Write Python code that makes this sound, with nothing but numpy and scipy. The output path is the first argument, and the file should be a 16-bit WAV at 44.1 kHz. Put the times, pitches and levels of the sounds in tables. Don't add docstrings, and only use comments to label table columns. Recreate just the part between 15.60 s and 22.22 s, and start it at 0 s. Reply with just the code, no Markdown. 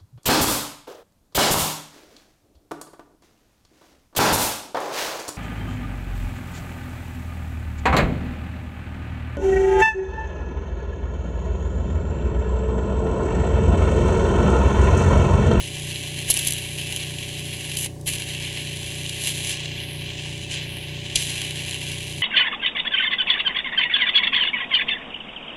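import sys
import numpy as np
from scipy import signal
from scipy.fft import rfft, irfft
from scipy.io import wavfile
from scipy.ndimage import map_coordinates

SR = 44100
rng = np.random.default_rng(int(sys.argv[2]) if len(sys.argv) > 2 else 0)


def file_out(sig):
    cols = np.atleast_2d(sig).T
    lim = np.clip(cols, -1, 1)
    pcm = np.round(lim * 32767).astype(np.int16)
    wavfile.write(sys.argv[1], SR, pcm)


N = 291942
T = np.arange(N) / SR
FREQS = np.arange(N // 2 + 1) * SR / N

# (time [s], rush level [dB], sizzle level [dB], narrowness [0-1])
STEADY_DRAW = [(0, -35, -36.5, 0.15), (1.15, -35, -36.5, 0.87), (1.6, -35.5, -38, 0.37),
               (2.1, -35, -36, 0.66), (2.85, -34, -39, 0.23), (3.3, -35, -37, 0.3), (4.6, -36.5, -39, 0),
               (5.35, -36.5, -39.5, 0.14), (5.95, -33, -38.5, 0), (6.62, -36, -39.5, 0.14)]
# (time [s], rise [s], hold [s], release [s],
# rush gain [dB], sizzle gain [dB], added narrowness [0-1])
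BITES = [(0.661, .03, 0.15, 0.15, 3, 5.5, .4), (1.274, 0.027, 0.1, 0.026, 3, 3.5, 0),
         (2.162, .015, 0.086, 0.014, 0.5, 8, 0.34), (2.44, 0.0062, 0.058, 0.21, 1.5, 9, 0.47),
         (3.55, 0.073, 0.038, 0.55, 4, 10, 0.37), (3.819, 0.076, 0.026, 0.06, 3.5, 7.5, 0),
         (4.888, 0.022, 0.026, 0.17, 7, 11.5, 0.1), (5.543, 0.012, 0.05, 0.23, 6, 13.5, 0.02),
         (6.077, 0.014, 0.0086, 0.016, -0.5, 4, .05)]
# (time [s], length [s], level [dB], rush relative to sizzle [dB])
WAX_BITS = [(.3585, 0.00072, -30, 10.5), (0.603, 0.0017, -37, 4), (.701, 0.0022, -10.5, -12),
            (.704, .0077, -10.5, -20), (0.714, 0.0056, -20.5, -1.5), (0.74, 0.0017, -16, -12),
            (0.774, .0005, -11, -16), (0.7885, 0.0078, -23.5, -1.5), (.848, 0.0024, -27, -17),
            (0.871, 0.0045, -13.5, -24), (0.882, 0.0032, -19, -15), (0.907, 0.0013, -15, -16),
            (.923, 0.00055, -16, -8), (0.935, 0.0017, -20, -18), (1.362, 0.0012, -19, -2),
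            (2.1692, 0.0039, -19, -5), (2.411, .0047, -42, -28), (3.463, 0.00067, -28, 8.5),
            (3.493, 0.0037, -26, -1), (5.556, 0.0042, -9, -5.5), (5.562, .0033, -13.5, -5),
            (6.11, .001, -25, 5), (6.144, 0.00076, -24, 1)]
# (frequency [Hz], relative level [dB])
CAVITY_COLOUR = [(200, -29.5), (600, -20), (1050, -15.5), (1650, -7.5), (2200, -9), (2950, 1.5), (3600, -5),
                 (5300, -11), (6100, -8.5), (8400, -15), (10500, -4.5), (11400, -9.5), (13800, -37),
                 (16000, -51)]
# (frequency [Hz], width [Hz], boost or cut [dB])
CAVITY_RINGS = [(2023, 30, 7), (2227, 31, 9), (2386, 24, 10), (2590, 110, -3), (2617, 30, 7.5),
                (2720, 29, 2.5), (2777, 27, 4.5), (3670, 61, -7.5), (3950, 57, 3), (4570, 147, -11),
                (5465, 295, -8.5), (7480, 690, 6), (11800, 250, -11), (12000, 300, 1)]
# (nearest time [s], approach [s], retreat [s], lowest notch [Hz])
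HAND_REACHES = [(4.319, 0.28, 0.27, 7300), (5.15, 0.2, 0.29, 7200)]
# (time [s], swing level [dB], knock level [dB])
HOSE_JOLTS = [(0.699, -33, -23.5), (0.773, -48, -32), (.872, -35, -42), (2.169, -43, -52), (2.26, -54, -34),
              (2.463, -36, -49), (5.557, -28, -31)]
# (multiple of the shaft rate [-], level [dB])
PISTON_STROKES = [(1, -60), (2, -53), (3, -42), (4, -59), (5, -48), (6, -59), (7, -65.5), (8, -63.5),
                  (9, -58), (10, -67), (11, -51), (12, -52.5), (13, -53.5), (14, -50.5), (15, -61),
                  (18, -65), (19, -55.5), (20, -52.5), (21, -68), (24, -62.5), (25, -60.5), (26, -66),
                  (28, -68)]
# (multiple of the hum [-], sideband offset [shaft rates], level [dB])
MOTOR_HUM = [(1, -1, -62), (1, 0, -40), (1, 1, -39), (1, 2, -50), (1, 22, -63), (2, -1, -57), (2, 1, -55),
             (2, 2, -63)]
# (frequency [Hz], relative level [dB])
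RUMBLE_COLOUR = [(15, -12), (32, -11), (45, 4), (65, 6.5), (110, 3), (180, 2.5), (270, 3), (400, 1),
                 (480, -5.5), (760, -5.5), (1100, -5.5), (1500, -9.5), (2500, -20), (8000, -17),
                 (16000, -30)]
# (frequency [Hz], width [Hz], boost or cut [dB])
MIC_HOLLOW = [(1266, 74, -22.5), (1390, 437, -13)]

SPLIT_HZ = 4700
SIZZLE_FADE = 2.15
DRIFT_DB, DRIFT_HZ = -0.04, 18
PLUG_S, FREE_S, SEAL_S, OPEN_S = 2.27, 2.462, 0.0064, 0.0088
LEAK_RUSH_DB, LEAK_SIZZLE_DB = -47, -27
SWING_HZ, SWING_DB, SWING_S, SWING_LAG_S = 14.7, 2.5, 0.42, 0.018
REST_NOTCH_HZ = 14500
CLOSE_S, AWAY_S, HAND_MOVE_S, CLOSE_ECHO, AWAY_ECHO = 3.88, 5.52, 0.12, 0.82, 0.091
SHAFT_HZ, HUM_HZ = 29.19, 119.9
TOP_HZ = 15750


def suction(thin_tilt_db=7):
    cavity = contour(CAVITY_COLOUR) + peaks(CAVITY_RINGS)
    below = 1 / (1 + (FREQS / SPLIT_HZ) ** 8)
    low = cavity + 10 * np.log10(below + 1e-6)
    high = cavity + 10 * np.log10(1 - below + 1e-6)
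    bright = high + thin_tilt_db * (FREQS / SPLIT_HZ)

    rush_level, sizzle_level, thin = flow()
    air = jet() * crumbs(thin)
    wax_rush, wax_sizzle = wax_bursts()
    rush = air * undb(rush_level) + wax_rush
    sizzle = air * undb(sizzle_level) + wax_sizzle
    return colour(rush, low) + colour((1 - thin) * sizzle, high) + colour(thin * sizzle, bright)


def jet(flutter_db=1.06, sputter_db=2.0, crackle_db=-7, crackle_rate=500, spread_db=5.0):
    wobble_db = flutter_db * walk(16.6) + sputter_db * walk(280)
    air = rng.standard_normal(N) * undb(wobble_db)
    bursts = rng.random(N) < crackle_rate / SR
    sizes = undb(spread_db * np.minimum(rng.exponential(size=N), 4))
    crackle = bursts * sizes * rng.choice([-1, 1], N)
    return unit(unit(air) + undb(crackle_db) * unit(crackle))


def flow():
    rush, sizzle, thin = curves(STEADY_DRAW)
    for s, rise, hold, release, rush_db, sizzle_db, narrowing in BITES:
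        grip = np.clip((T - s) / rise, 0, 1)
        grip = grip * np.exp(-np.maximum(T - s - rise - hold, 0) / release)
        bite = grip ** SIZZLE_FADE
        rush = rush + rush_db * grip
        sizzle = sizzle + sizzle_db * bite
        thin = thin + narrowing * bite

    sealed = gate(PLUG_S, SEAL_S, FREE_S - OPEN_S, OPEN_S)
    age = np.maximum(T - FREE_S, 0)
    swing = SWING_DB * np.exp(-age / SWING_S) * np.cos(2 * np.pi * SWING_HZ * (age - SWING_LAG_S))
    change = DRIFT_DB * walk(DRIFT_HZ) + (T > FREE_S) * swing
    rush = rush + change + LEAK_RUSH_DB * sealed
    sizzle = sizzle + change + LEAK_SIZZLE_DB * sealed
    return rush, sizzle, np.clip(thin, 0, 1)


def crumbs(thin, open_rate=12, narrow_rate=60, scatter_db=2, fade_s=0.0018):
    rate = open_rate + narrow_rate * thin ** 2
    passing = rng.random(N) < rate / SR
    sizes = undb(scatter_db * (2 * rng.random(N) - 1))
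    return 1 + signal.lfilter([1], [1, -np.exp(-1 / (fade_s * SR))], passing * sizes)


def wax_bursts(fade_s=0.00071, low_hz=2650):
    rush, sizzle = np.zeros(N), np.zeros(N)
    for s, length, db, rush_db in WAX_BITS:
        burst = (T >= s) * np.exp(-np.clip((T - s - length) / fade_s, 0, 20))
        rush += undb(db + rush_db) * burst
        sizzle += undb(db) * burst
    thin_filter = signal.butter(6, low_hz, "high", fs=SR, output="sos")
    tear = signal.sosfilt(thin_filter, rng.standard_normal(N))
    return rush * tear, sizzle * tear


def past_hand(x):
    pulls = []
    for s, approach, retreat, lowest_hz in HAND_REACHES:
        pace = np.where(T < s, approach, retreat)
        pulls.append((REST_NOTCH_HZ - lowest_hz) * np.exp(-((T - s) / pace) ** 2))
    notch_hz = REST_NOTCH_HZ - np.max(pulls, axis=0)
    close = gate(CLOSE_S, HAND_MOVE_S, AWAY_S, HAND_MOVE_S)
    strength = np.clip(AWAY_ECHO + (CLOSE_ECHO - AWAY_ECHO) * close, 0, 1)
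    late = map_coordinates(x, [np.arange(N) - SR / (2 * notch_hz)], order=5)
    return (x + strength * late) / (1 + strength)


def room(x, t60=0.27, wet_db=-10, damp_hz=5000):
    t = T[:SR // 2]
    fade = np.exp(-np.log(1000) * t / t60)
    tail = rng.standard_normal(len(t)) * fade * (t > .003)
    damping = signal.butter(1, damp_hz, fs=SR, output="sos")
    tail = signal.sosfilt(damping, tail / np.linalg.norm(tail))
    return x + undb(wet_db) * signal.fftconvolve(x, tail)[:N]


def hose(swing_hz=48, decay_s=.02, knock_hz=1100, knock_s=0.0055):
    out = np.zeros(N)
    dull = signal.butter(3, knock_hz, fs=SR, output="sos")
    knock = unit(signal.sosfilt(dull, rng.standard_normal(N)))
    for s, swing_db, knock_db in HOSE_JOLTS:
        age = np.maximum(T - s, 0)
        swing = np.sin(2 * np.pi * swing_hz * age) * np.exp(-age / decay_s)
        thud = knock * np.exp(-age / knock_s)
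        out += (T >= s) * (undb(swing_db) * swing + undb(knock_db) * thud)
    return out


def pump(waver_db=0.32, slip=0.0065, rumble_db=-45.5, chuff=0.89, chuff_hz=1500):
    turn = 2 * np.pi * SHAFT_HZ * T + slip * walk(1)
    hum = 2 * np.pi * HUM_HZ * T
    lines = [(k * turn, db) for k, db in PISTON_STROKES]
    lines += [(k * hum + side * turn, db) for k, side, db in MOTOR_HUM]
    tones = np.zeros(N)
    for phase, db in lines:
        start = rng.uniform(0, 2 * np.pi)
        tones += np.sqrt(2) * undb(db) * np.sin(phase + start)

    valves = unit(rng.standard_normal(N) * np.exp(chuff * np.cos(turn)))
    pulsing = 1 / (1 + (FREQS / chuff_hz) ** 4)
    even = rfft(rng.standard_normal(N)) * np.sqrt(1 - pulsing)
    air = irfft(rfft(valves) * np.sqrt(pulsing) + even, N)
    rumble = undb(rumble_db) * colour(air, contour(RUMBLE_COLOUR))
    return tones * undb(waver_db * walk(4.8)) + rumble


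def undb(db):
    return 10 ** (np.asarray(db) / 20)


def unit(x):
    return x / np.std(x)


def curves(table):
    s, *columns = np.transpose(table)
    return [np.interp(T, s, c) for c in columns]


def walk(rate):
    return unit(irfft(rfft(rng.standard_normal(N)) / (1 + (FREQS / rate) ** 4), N))


def gate(on_s, rise_s, off_s, fall_s):
    return np.clip((T - on_s) / rise_s, 0, 1) - np.clip((T - off_s) / fall_s, 0, 1)


def contour(points):
    hz, db = np.transpose(points)
    return np.interp(np.log(FREQS + 1), np.log(hz), db)


def peaks(table):
    return sum(db / (1 + (2 * (FREQS - hz) / width) ** 2) for hz, width, db in table)


def colour(x, db):
    gain = undb(db) / np.sqrt(np.mean(undb(db) ** 2))
    cepstrum = irfft(np.log(gain), N)
    cepstrum[1:N // 2] *= 2
    cepstrum[N // 2 + 1:] = 0
    return irfft(rfft(x) * np.exp(rfft(cepstrum)), N)


def scene():
    hiss = past_hand(room(suction()))
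    return (hiss + hose() + pump())[None]


def record(dry, ceiling=1.0):
    heard = ceiling * np.tanh(colour(dry, peaks(MIC_HOLLOW)) / ceiling)
    top_cut = signal.ellip(10, .1, 80, TOP_HZ, fs=SR, output="sos")
    return signal.sosfilt(top_cut, heard)


dry = scene()
out = record(dry)
file_out(out)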